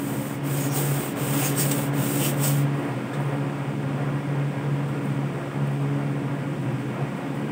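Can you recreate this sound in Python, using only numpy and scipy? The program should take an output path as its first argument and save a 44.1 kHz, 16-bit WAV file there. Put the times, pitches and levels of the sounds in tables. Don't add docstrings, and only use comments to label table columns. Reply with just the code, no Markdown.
import sys
import numpy as np
from scipy import signal
from scipy.fft import rfft, irfft, next_fast_len
from scipy.io import wavfile

SR = 44100
rng = np.random.default_rng(int(sys.argv[2]) if len(sys.argv) > 2 else 0)


def store_wav(level_fs):
    pcm = np.round(np.clip(np.atleast_2d(level_fs), -1, 1) * 32767)
    wavfile.write(sys.argv[1], SR, pcm.T.astype(np.int16))


N = 331509
TIME = np.arange(N) / SR

# (start t/s, end t/s, hiss level/dB, moment of the press t/s, its spread t/s,
#  its extra hiss level/dB, its scratch relative to the hiss level/dB, panel rumble level/dB)
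STROKES = [ (-0.22, 0.394, -42, 0.35, 0.1, 4, -20, -41), (0.427, 0.712, -36.5, 0.67, 0.063, 3, -8, -36),
           (0.703, 1.145, -34, 0.76, 0.049, 10, -16, -35),
           (1.15, 1.56, -32.0, 1.466, 0.042, 4.5, -7, -31.5),
           (1.543, 1.9, -33.5, 1.597, 0.039, 12, -15, -34.5),
           (1.928, 2.353, -31.5, 2.266, 0.038, 5.5, -9.5, -32),
           (2.342, 2.65, -36.5, 2.458, 0.038, 10, -13, -35), ]
# (f/Hz, level per Hz/dB)
FELT_SPECTRUM = [(2500, -36), (4200, -14.5), (6200, -13.5), (7300, -6), (8250, -0.5), (8550, 4.5),
                 (8950, -2.5), (9700, -6.5), (11000, -12), (12800, -8.5), (14200, -2.5), (15000, 4),
                 (15500, -1)]
# (f/Hz, level per Hz/dB)
SCRATCH_SPECTRUM = [(2000, -2), (3000, 1.5), (4100, -8), (5100, 1.5), (5900, -3.5), (6700, 2), (8400, 3.5),
                    (10000, -2.5), (15000, -2.5)]
# (f/Hz, level per Hz/dB)
PANEL_SPECTRUM = [(60, -8), (120, 13.5), (250, 13), (500, 11), (900, 1.5), (1500, 0), (2200, -2.5),
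                  (2900, -2), (3500, -3.5), (4300, -14), (6000, -13)]
# (t/s, blade-passing rate f/Hz)
BLADE_RATE = [(0, 70.44), (1.5, 70.92), (3.1, 71.1), (4.6, 70.97), (5.5, 70.28), (6.4, 71.1), (7.5, 72)]
# (t/s, level/dB)
SECOND_HARMONIC = [(0.0, -41), (0.58, -24), (0.63, -30.5), (0.9, -22.5), (1.15, -40), (1.25, -28),
                   (2.01, -27.5), (2.05, -42), (2.09, -32), (2.62, -20), (3.12, -43), (3.16, -27.5),
                   (3.87, -31.5), (4.16, -22.5), (4.21, -35), (4.33, -23.5), (4.62, -31), (4.65, -23),
                   (5.02, -29.5), (5.23, -27), (5.55, -35), (5.61, -23), (6.64, -32.5), (6.93, -44),
                   (7.03, -25), (7.08, -45), (7.45, -31), (7.52, -41)]
# (t/s, level/dB)
FOURTH_HARMONIC = [(0.0, -33), (0.92, -39.5), (0.98, -33.5), (2.24, -30), (2.32, -42), (2.36, -34),
                   (2.87, -29.5), (2.95, -48), (3.16, -35), (3.22, -46), (3.33, -32.5), (3.64, -36),
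                   (5.67, -39.5), (5.72, -51), (5.76, -32.5), (6.13, -31), (6.49, -41.5), (7.52, -38)]
# (multiple of the shaft rate, level/dB, unsteady share 0-1)
FAN_TONES = [(5.04, -63, 0.1), (7.03, -53, 0.57), (8.99, -39, 0.76), (12.7, -45.5, 0.85),
             (14.96, -40, 0.57), (18.94, -46.5, 0.83), (23.9, -49, 0.9), (24.78, -45, 0.99),
             (27.2, -55, 0.67), (29.92, -46, 0.56), (34.2, -51, 0.86), (37.48, -50, 0.88),
             (68, -54.5, 0.91)]
# (t/s, level/dB)
AIR_LEVEL = [(0, -38.5), (1, -35), (2.8, -34.5), (3.6, -36), (5.5, -36), (6.3, -36.5), (7.5, -36)]
# (f/Hz, level per Hz/dB)
AIR_SPECTRUM = [(380, -6), (530, -3), (650, -5), (1000, -8), (1500, -12), (2350, -15.5), (3500, -25),
                (4000, -32.5), (4900, -32), (6600, -36.5), (8450, -30.5), (10000, -40), (12500, -45),
                (15400, -37)]
# (f/Hz, level per Hz/dB)
BUFFET_SPECTRUM = [(25, -34), (48, -39), (70, -20.5), (100, -17.5), (125, 5), (160, 0.5), (200, 0),
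                   (235, -1), (280, 4), (330, -4.5), (390, -11), (480, -33)]
# (start t/s, length t/s, f/Hz, width f/Hz, level/dB)
SQUEAKS = [(0.59, 0.1, 6850, 600, -42.5), (.685, 0.086, 6600, 450, -48), (0.68, .08, 5700, 550, -45),
           (1.41, 0.08, 6600, 550, -37), (1.405, .08, 2450, 600, -37.5), (1.556, 0.087, 5600, 350, -39),
           (1.566, 0.087, 4600, 300, -46), (1.559, 0.053, 8300, 620, -30), (2.22, 0.076, 5700, 350, -42),
           (2.198, 0.09, 2850, 850, -34.5), (2.41, .06, 5500, 300, -42), (2.415, 0.054, 8100, 300, -32.5)]
# (start t/s, clack level/dB, clack t60 t/s, shell ring level/dB, softness of contact t/s)
KNOCKS = [(1.713, -18.5, 0.036, -44, 0.00052), (1.7168, -25, 0.043, -41, .0005),
          (1.729, -30, 0.073, -38, .004), (3.130, -23.5, 0.092, -27, 0.016)]
# (f/Hz, level per Hz/dB)
KNOCK_SPECTRUM = [(100, -8), (400, 10), (1500, -2), (3000, -1), (4200, -5.5), (7000, -5), (8300, 7.5),
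                  (10500, -14), (15300, -2)]
# (f/Hz, level/dB, t60 t/s)
SHELL = [(1267, 5.5, 0.058), (1716, 8, 0.051), (2390, -9, .12), (3610, -5.5, 0.087)]
# (start t/s, peak level/dB, length t/s)
TOUCHES = [(2.72, -56, 0.29), (3.13, -56, 0.36), (4.872, -54, 0.05), (5.01, -55, 0.16), (5.662, -53, 0.04),
           (5.7, -60, .09), (5.802, -53, .04), (6.598, -62, .1), (6.78, -60, .08), (7.145, -56, .08),
           (7.33, -57, .11)]
# (f/Hz, level per Hz/dB)
TOUCH_SPECTRUM = [(2000, -25), (6000, -19), (8600, 6), (10500, -7), (13000, -6), (15300, 0.5)]

SWING_SHAPE = 0.74
GLIDE_SCRATCH_DB = -9
PANEL_FOLLOWS = 0.43
BLADES = 5
THROB_PER_S, THROB_DB = 8.5, 2
EDGE_HZ = 15700


def amp(db):
    return 10 ** (np.asarray(db) / 20)


def unit(x):
    return x / np.sqrt(np.mean(abs(x) ** 2) + 1e-20)


def follow(rows):
    s, value = np.transpose(rows)
    return np.interp(TIME, s, value)


def colour(x, points):
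    size = next_fast_len(len(x))
    f, db = np.transpose(points)
    log_f = np.log(f)
    log_hz = np.log(np.fft.rfftfreq(size, 1 / SR) + 1)
    beyond = abs(log_hz - np.clip(log_hz, log_f[0], log_f[-1]))
    gain = amp(np.interp(log_hz, log_f, db) - 20 * beyond)
    return unit(irfft(rfft(x, size) * gain, size)[:len(x)])


def drift(rate):
    frames = np.linspace(0, N / SR, 4096)
    hz = np.fft.fftfreq(len(frames), frames[1])
    random_phase = np.exp(2j * np.pi * rng.random(len(hz)))
    wander = np.fft.ifft(random_phase / (1 + (hz / rate) ** 2))
    return unit(np.interp(TIME, frames, wander))


def grains(per_s, spread_db):
    size = amp(spread_db * np.minimum(rng.exponential(1, N), 4))
    happens = rng.random(N) < per_s / SR
    return unit(size * rng.standard_normal(N) * happens)


def add(mix, s, sound):
    part = mix[round(s * SR):][:len(sound)]
    part += sound[:len(part)]


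def room(x, t60, wet_db):
    t = TIME[:SR // 2]
    tail = rng.standard_normal(len(t)) * amp(-60 * t / t60) * (t > .003)
    reflections = signal.fftconvolve(x, unit(tail) / np.sqrt(len(t)))[:N]
    return x + amp(wet_db) * reflections


def stroke(start, end, hiss_db, press_s, spread_s, press_db, bite_db, panel_db):
    swing = np.clip((TIME - start) / (end - start), 0, 1)
    speed = np.maximum(np.sin(np.pi * swing), 0) ** SWING_SHAPE
    press = np.exp(-.5 * ((TIME - press_s) / spread_s) ** 2)
    friction = speed * amp(press_db * press)
    hiss = amp(hiss_db) * friction
    scratch = hiss * (amp(GLIDE_SCRATCH_DB) + amp(bite_db) * press)
    panel = amp(panel_db) * friction ** PANEL_FOLLOWS
    return np.array([hiss, scratch, panel])


def duster():
    hiss, scratch, panel = sum(stroke(*row) for row in STROKES)
    judder = amp(0.88 * drift(rate=40).real)
    felt = hiss * amp(0.5) * colour(grains(per_s=26000, spread_db=-0.4), FELT_SPECTRUM)
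    scrape = scratch * colour(grains(per_s=6000, spread_db=-2.0), SCRATCH_SPECTRUM)
    rumble = panel * colour(grains(per_s=5000, spread_db=-1.0), PANEL_SPECTRUM)
    return judder * (felt + scrape + rumble)


def fan_drone():
    blade = 2 * np.pi * np.cumsum(follow(BLADE_RATE)) / SR
    throb = THROB_DB * drift(rate=THROB_PER_S)
    second_gain = amp(follow(SECOND_HARMONIC) - 1.2 + throb.real)
    fourth_gain = amp(follow(FOURTH_HARMONIC) - 0.93 + throb.imag)
    out = second_gain * np.cos(2 * blade + 0.18 * drift(rate=3.5).real)
    out += fourth_gain * np.cos(4 * blade + 0.13 * drift(rate=4.0).real)
    for multiple, db, unsteady in FAN_TONES:
        sway = np.sqrt(1 - unsteady) + np.sqrt(unsteady) * drift(rate=3.6)
        phase = multiple * blade / BLADES + 2 * np.pi * rng.random()
        out += amp(db) * (sway * np.exp(1j * phase)).real
    return np.sqrt(2) * out


def fan_air():
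    blade = 2 * np.pi * np.cumsum(follow(BLADE_RATE)) / SR
    chop = 0.15 * np.cos(blade) + 0.19 * drift(rate=6.6).real
    near_walls = room(rng.standard_normal(N), t60=0.025, wet_db=-15)
    rush = amp(follow(AIR_LEVEL)) * colour(near_walls, AIR_SPECTRUM)
    lowpass = signal.butter(2, 2200, fs=SR, output="sos")
    chopped = rush + chop * signal.sosfiltfilt(lowpass, rush)
    buffet_gain = amp(-34.0 + 2.1 * drift(rate=1.6).real)
    return chopped + buffet_gain * colour(rng.standard_normal(N), BUFFET_SPECTRUM)


def squeaks():
    out = np.zeros(N)
    for s, length, hz, width, db in SQUEAKS:
        t = TIME[:round(length * SR)]
        pole = np.exp((2j * hz - width) * np.pi / SR)
        resonance = signal.lfilter([1], np.poly([pole, pole]), rng.standard_normal(SR // 4))
        ring = resonance.real[-len(t):]
        add(out, s, amp(db) * unit(ring) * np.sin(np.pi * t / length))
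    return out


def knocks():
    out, t = np.zeros(N), TIME[:SR // 3]
    ring = sum(amp(db - 60 * t / t60) * np.sin(2 * np.pi * hz * t) for hz, db, t60 in SHELL)
    for s, db, t60, ring_db, soft in KNOCKS:
        tone = [(hz, level - 10 * np.log10(1 + (hz * soft / 28) ** 2)) for hz, level in KNOCK_SPECTRUM]
        clack = amp(db - 60 * t / t60) * colour(rng.standard_normal(len(t)), tone)
        build_up = 1 - np.exp(-t / soft)
        add(out, s, (clack + amp(ring_db) * ring) * build_up)
    return out


def touches():
    contact = np.zeros(N)
    for s, db, length in TOUCHES:
        contact += amp(db) * np.interp(TIME, [s, s + .25 * length, s + length], [0, 1, 0])
    return contact * colour(grains(per_s=4500, spread_db=4.5), TOUCH_SPECTRUM)


def scene():
    board = duster() + squeaks() + knocks() + touches()
    mono = room(board, t60=0.13, wet_db=-10) + fan_drone() + fan_air()
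    return np.array([mono, mono])


def record(dry):
    lowpass = signal.firwin(601, EDGE_HZ, window=("kaiser", 9), fs=SR)
    return signal.oaconvolve(dry, lowpass[None], "same")


dry = scene()
out = record(dry)
store_wav(out)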